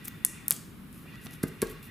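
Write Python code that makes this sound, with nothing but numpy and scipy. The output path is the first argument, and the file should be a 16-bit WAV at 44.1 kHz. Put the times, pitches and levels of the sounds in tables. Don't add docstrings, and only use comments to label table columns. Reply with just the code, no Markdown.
import sys
import numpy as np
from scipy import signal
from scipy.io import wavfile

SR = 44100
rng = np.random.default_rng(int(sys.argv[2]) if len(sys.argv) > 2 else 0)


def put_to_file(sound):
    columns = np.atleast_2d(sound).T
    safe = np.clip(columns, -1, 1)
    whole_steps = np.round(safe * 32767)
    wavfile.write(sys.argv[1], SR, whole_steps.astype(np.int16))


def ratio_of_db(decibels):
    return 10 ** (np.asarray(decibels, float) / 20)


N = 83790

# pitch [Hz], level [dB per Hz].
HUM = [(28, -52), (45, -8.5), (90, -6.5), (140, -7), (230, -5.5), (330, -15.5), (450, -19), (650, -61)]
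# pitch [Hz], width [Hz], level [dB].
HUM_PEAKS = [(149.5, 53.7, -51), (217, 92, -58), (42, 15, -67)]
# pitch [Hz], level [dB per Hz].
HISS = [(600, -16), (800, -5.5), (1050, 2.5), (2400, -3), (3600, -8), (7000, -19.5), (11000, -9),
        (15800, -10.5)]
# pitch [Hz], likeness [0 to 1].
LIKENESS = [(40, 0.7), (150, 0.93), (500, 0.46), (2000, 0.4), (4400, 0.16), (8000, 1), (14000, 0.27)]
HUM_DB, HUM_PATCHY_DB, HUM_TOP_HZ, HUM_PAN_DB = -51, 2.5, 480, 0.4
HISS_DB = -57.5

# time in seconds, level [dB].
MOTOR = [
    (0, -54.5),
    (.3, -55),
    (.51, -55.5),
    (.535, -81),
    (.7, -78),
    (1.045, -65),
    (1.065, -55.5),
    (1.4, -56),
    (1.9, -54),
]
# pitch [Hz], width [Hz], level [dB].
HOUSING = [(1067, 51, -1), (1440, 410, -2.5), (1888, 66, 9.5), (1940, 28, 13.5), (2210, 310, 3.5),
           (2470, 210, 0.5), (2789, 56, 8), (3400, 330, -8), (3599, 84, 5), (1904, 1390, 1)]
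MOTOR_WAVER_DB = 3

# pitch [Hz], time to fall 60 dB [s].
ROOM_T60 = [(200, 0.29), (1000, 0.56), (4000, 0.58), (8000, 0.48), (12000, 0.27), (16000, 0.48)]
# pitch [Hz], level [dB].
ROOM_COLOUR = [(200, 3.5), (1000, 8), (4000, 4), (8000, 2.5), (10500, -2.5), (13000, -5), (16000, 6)]
ROOM_DB, ROOM_GAP_S, ROOM_LIKENESS = -11.5, 0.0023, 0.87

# start [s], rise [s], fall [s], level [dB], grain pitch [Hz].
RUBS = [(0.039, 0.016, 0.036, -46.5, 11500), (0.072, 0.0032, 0.012, -45.5, 13000),
        (.078, 0.0041, 0.0083, -38, 13300), (.924, 0.0088, 0.11, -57.5, 10800),
        (.94, 0.082, .09, -62.5, 11100), (1.198, 0.061, 0.019, -51.5, 10900),
        (1.305, 0.0053, 0.013, -53, 11000), (1.315, 0.018, 0.05, -49, 10300),
        (1.431, 0.0044, 0.014, -37, 10600), (1.465, 0.02, .015, -48.5, 11300),
        (1.617, 0.0025, 0.016, -29, 10100), (1.618, 0.003, 0.057, -47, 11020),
        (1.67, 0.039, 0.036, -49, 11400), (1.824, 0.0056, 0.035, -50, 12100),
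        (1.835, 0.028, 0.035, -53.5, 11300)]
# pitch [Hz], level [dB per Hz].
RUB = [(900, -12), (2500, -6), (5000, -9), (8500, -11), (11300, -7.5), (13000, -7), (16000, -6)]
RUB_GRAIN_DB = 3
GRAIN_WIDTH_HZ, GRAIN_DB = 3400, 5

# time in seconds, level [dB], contact [s], what rings (0, 1 table; 2 card).
KNOCKS = [
    (0.509, -33.5, 0.001, 2),
    (0.515, -40, 0.001, 2),
    (1.058, -43.5, 0.00083, 2),
    (1.264, -37.5, 0.00083, 2),
    (1.4365, -17, 0.0022, 0),
    (1.4550, -32.5, 0.0038, 0),
    (1.6217, -20, 0.0028, 1),
    (1.6270, -13.5, 0.002, 1),
]
# pitch [Hz], level [dB], time to fall 60 dB [s].
TABLE_A = [(43, -33, 0.35), (166.6, -19.5, 0.21), (205.5, -11, 0.072), (285, 6.5, 0.018),
           (383.5, -20, 0.34), (422, -4, 0.044), (474, -22, 0.09), (617, -10, 0.036), (1227, -9.5, 0.076),
           (1570, 4.5, 0.015), (2060, -11.5, 0.079)]
# pitch [Hz], level [dB], time to fall 60 dB [s].
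TABLE_B = [(42, -31.5, 0.79), (141, -47, 0.34), (245, -18, 0.068), (375.3, -19.5, 0.13), (428, 3.5, 0.025),
           (460, -17, 0.104), (1118, -5, 0.097), (1160, -23, 0.077), (610, -21, 0.04), (1611, -1, 0.062),
           (2050, -16, 0.036), (1390, -2, 0.017)]
# pitch [Hz], level [dB], time to fall 60 dB [s].
CARD = [(439, -3, 0.022), (712, -4.5, 0.024), (1086, 6.5, 0.027), (1190, 0, 0.044)]
NAIL_DB = -17
MODE_PAN_DB, TABLE_LOW_HZ = 2.5, 106
SCUFF_DB, SCUFF_T60_S, SCUFF_LOW_HZ, SCUFF_HIGH_HZ = -25, 0.035, 513, 2570

# time in seconds, peak [dB], ring pitch [Hz], dull part [dB],
# left over right [dB].
SNAPS = [(0.0452, -35, 9500, -22, 3), (.0501, -27, 12600, -22, 7), (0.051, -30, 12500, -25, 3),
         (0.055, -23, 10000, -22, -4), (0.0746, -33, 12500, -9, -3), (0.081, -22, 13000, -30, 4),
         (0.083, -21, 13900, -30, 4), (0.2494, 2.5, 11030, -25.5, 1.5), (.2556, -23, 9500, -34, 0),
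         (.2643, -19, 8800, -25, 0), (.4634, -41, 10900, -13, 7), (.4820, -5.5, 12600, -22, 0.5),
         (.4970, -28, 9200, -25, -1), (.5010, -26, 11000, -25, 0), (.5080, 2, 12000, -20, 1),
         (0.516, -21.5, 11800, 2.5, 4.5), (0.519, -29, 8000, -3, -5), (.5230, -11, 9000, -25, -1),
         (0.5275, -22, 10000, -33, 1), (0.535, -22, 12000, -25, 0), (.5405, -26, 14000, -25, 0),
         (0.565, -24, 7960, -25, 0), (0.9284, -36.5, 10900, -22, 7), (1.156, -46.5, 6000, 4.5, .1),
         (1.26, -34, 10000, -6, 8), (1.268, -35.5, 9900, 3.5, -6), (1.4307, -26, 9300, -4, 2.1),
         (1.4338, -16, 11400, -15, -1), (1.483, -35, 11500, -9, 6), (1.618, -15, 9200, -10, -1),
         (1.6707, -31, 9800, -6, 2)]
SNAP_WIDTH_HZ, DULL_LOW_HZ, DULL_HIGH_HZ = 5970, 1000, 6000
CRUMBLE_DB, CRUMBLE_T60_S = -26, 0.010
DULL_CRUMBLE_DB, DULL_T60_S = -11, 0.014
TABLE_ECHO_S, TABLE_ECHO_DB = 0.0021, -12.5
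SNAP_SPREAD_S = 0.000007

CUTOFF_HZ, SNAP_CUTOFF_HZ = 16150, 17500
CLIP_TOP = 2.5
EDGES = 28 * 2 ** np.arange(0, 9.3, .4)
ROOM_EDGES = 110 * 2 ** np.arange(0, 7.4, .2)


def rms_one(x):
    return x / np.sqrt(np.mean(x ** 2) + 1e-20)


def at_hz(points, hz):
    table_hz, values = np.transpose(points)
    return np.interp(np.log(hz), np.log(table_hz), values)


def band(x, low_hz, high_hz):
    edges = [low_hz, min(high_hz, .45 * SR)]
    return signal.sosfilt(signal.butter(2, edges, "band", fs=SR, output="sos"), x)


def peak(x, hz, width_hz):
    r = np.exp(-np.pi * width_hz / SR)
    turn = 2 * np.pi * hz / SR
    return signal.lfilter([(1 - r * r) / 2, 0, (r * r - 1) / 2], [1, -2 * r * np.cos(turn), r * r], x)


def cut(x, hz):
    return signal.sosfilt(signal.cheby2(12, 60, hz, fs=SR, output="sos"), x)


def drift(rate):
    r = np.exp(-32 * np.pi * rate / SR)
    slow = signal.lfilter([1], [1, -2 * r, r * r], rng.standard_normal(N // 16 + 2002))[2000:]
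    return np.interp(np.arange(N) / 16, np.arange(len(slow)), rms_one(slow))


def spread(mid, side, alike):
    alike = np.clip(alike, 0, 1)
    return np.sqrt(1 + alike) * mid + np.sqrt(1 - alike) * side * np.array([[1], [-1]])


def pair(alike, size):
    mid, side = rng.standard_normal((2, size))
    return spread(mid, side, alike) / np.sqrt(2)


def banded(spectrum, patchy_db, alike):
    out = 0
    white = rng.standard_normal((2, 2, N + 4000))
    for k, (low, high) in enumerate(zip(EDGES, EDGES[1:])):
        hz = np.sqrt(low * high)
        if spectrum[0][0] / 1.2 < hz < spectrum[-1][0] * 1.2:
            mid, side = band(white[k % 2], low, high)[:, 4000:]
            level = ratio_of_db(at_hz(spectrum, hz) + patchy_db * drift(17.6))
            out = out + level * spread(mid, side, alike(hz))
    return rms_one(out)


def hum():
    def alike(hz):
        return at_hz(LIKENESS, hz)

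    low = ratio_of_db(HUM_DB) * banded(HUM, HUM_PATCHY_DB, alike)
    low = signal.sosfilt(signal.butter(4, HUM_TOP_HZ, fs=SR, output="sos"), low)
    hiss = ratio_of_db(HISS_DB) * banded(HISS, 0.24, alike)
    boom = 0
    for hz, width, db in HUM_PEAKS:
        boom = boom + ratio_of_db(db) * rms_one(peak(peak(pair(0.8, N), hz, width), hz, 4 * width))
    return (low + hiss + boom) * ratio_of_db(np.array([[HUM_PAN_DB], [-HUM_PAN_DB]]) / 2)


def motor():
    gears = pair(0.69, N)
    whir = 0
    for k, (hz, width, db) in enumerate(HOUSING):
        ring = rms_one(peak(peak(gears, hz, width), hz, 2 * width))
        whir = whir + ratio_of_db(db + MOTOR_WAVER_DB * drift(11.3)) * ring * np.sqrt(width) * (-1) ** k
    effort_db = np.interp(np.arange(N) / SR, *np.transpose(MOTOR))
    return ratio_of_db(effort_db) * rms_one(whir)


def room(x):
    size = SR // 2
    t = np.arange(size) / SR
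    tail = 0
    for low, high in zip(ROOM_EDGES, ROOM_EDGES[1:]):
        hz = np.sqrt(low * high)
        fade = ratio_of_db(at_hz(ROOM_COLOUR, hz) - 60 * t / at_hz(ROOM_T60, hz))
        tail = tail + band(pair(ROOM_LIKENESS, size), low, high) * fade
    tail = tail * np.clip(t / ROOM_GAP_S - .5, 0, 1)
    tail = ratio_of_db(ROOM_DB) * tail / np.sqrt(np.sum(tail ** 2) / 2)
    return signal.fftconvolve(x[None], tail, axes=1)[:, :N]


def rubs():
    t = np.arange(N) / SR
    out = 0
    hiss = banded(RUB, patchy_db=1.0, alike=lambda hz: 1)
    for s, rise, fall, db, hz in RUBS:
        swell = np.clip((t - s) / rise, 0, 1)
        fade = np.exp(-3 * np.clip((t - s - rise) / fall, 0, 30) ** 1.3)
        singing = rms_one(hiss + ratio_of_db(GRAIN_DB) * peak(hiss, hz, GRAIN_WIDTH_HZ))
        out = out + ratio_of_db(db) * swell * fade * singing
    return out * ratio_of_db(RUB_GRAIN_DB * drift(280))


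def knocks():
    t = np.arange(N) / SR
    out = np.zeros((2, N))
    rattle = rms_one(band(pair(0.36, N), SCUFF_LOW_HZ, SCUFF_HIGH_HZ))
    no_lows = signal.butter(2, TABLE_LOW_HZ, "high", fs=SR, output="sos")
    for surface, modes in enumerate((TABLE_A, TABLE_B, CARD)):
        soft = np.full(N, 1e-18)
        hard = np.full(N, 1e-18)
        for s, db, contact, struck in KNOCKS:
            if round(struck) != surface:
                continue
            phase = np.clip((t - s) / contact, 0, 1)
            soft -= ratio_of_db(db) * np.sin(np.pi * phase) ** 2 * 2 / (contact * SR)
            hard[int(s * SR)] += ratio_of_db(db + NAIL_DB)
            out += rattle * phase * ratio_of_db(db + SCUFF_DB - 60 * np.maximum(t - s, 0) / SCUFF_T60_S)
        soft_high = signal.sosfilt(no_lows, soft)
        for k, (hz, db, t60) in enumerate(modes):
            if hz > 800:
                force = hard
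            else:
                force = soft_high if k else soft
            r, turn = ratio_of_db(-60 / (t60 * SR)), 2 * np.pi * hz / SR
            ring = signal.lfilter([0, np.sin(turn)], [1, -2 * r * np.cos(turn), r * r], force)
            out += ratio_of_db(db + MODE_PAN_DB * (-1) ** k * np.array([[.5], [-.5]])) * ring
    return out


def snaps():
    size = 2048
    out = np.zeros((2, N + size))
    t = np.arange(size) / SR
    for s, db, hz, dull_db, pan_db in SNAPS:
        click = np.exp(-.5 * ((t - .0002 - s * SR % 1 / SR) * SR / .6) ** 2)
        tearing = rng.standard_normal(size) * (t > .0003)
        film = click + ratio_of_db(CRUMBLE_DB - 60 * t / CRUMBLE_T60_S) * tearing
        slap = click + ratio_of_db(DULL_CRUMBLE_DB - 60 * t / DULL_T60_S) * tearing
        bright = peak(peak(film, hz, SNAP_WIDTH_HZ), hz, 0.79 * SNAP_WIDTH_HZ)
        dull = band(band(slap, DULL_LOW_HZ, DULL_HIGH_HZ), DULL_LOW_HZ, 2 * DULL_HIGH_HZ)
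        snap = bright / np.abs(bright).max() + ratio_of_db(dull_db) * dull / np.abs(dull).max()
        snap = snap + ratio_of_db(TABLE_ECHO_DB) * np.interp(t - TABLE_ECHO_S, t, snap, left=0)
        both = np.array([snap, np.interp(t - SNAP_SPREAD_S, t, snap)])
        i = int(s * SR) - 9
        out[:, i:i + size] += ratio_of_db(db + np.array([[pan_db], [-pan_db]]) / 2) * both
    return out[:, :N]


def scene():
    background = hum() + motor()
    soft = rubs() + knocks()
    snap = snaps()
    reflections = room((snap + soft).mean(axis=0))
    return cut(snap, SNAP_CUTOFF_HZ) + cut(soft + reflections + background, CUTOFF_HZ)


def band_limit(x):
    return signal.sosfilt(signal.butter(12, 17150, fs=SR, output="sos"), x)


def record(dry):
    rounded = CLIP_TOP * np.tanh(dry / CLIP_TOP)
    return band_limit(np.clip(rounded, -1, 1))


dry = scene()
out = record(dry)
put_to_file(out)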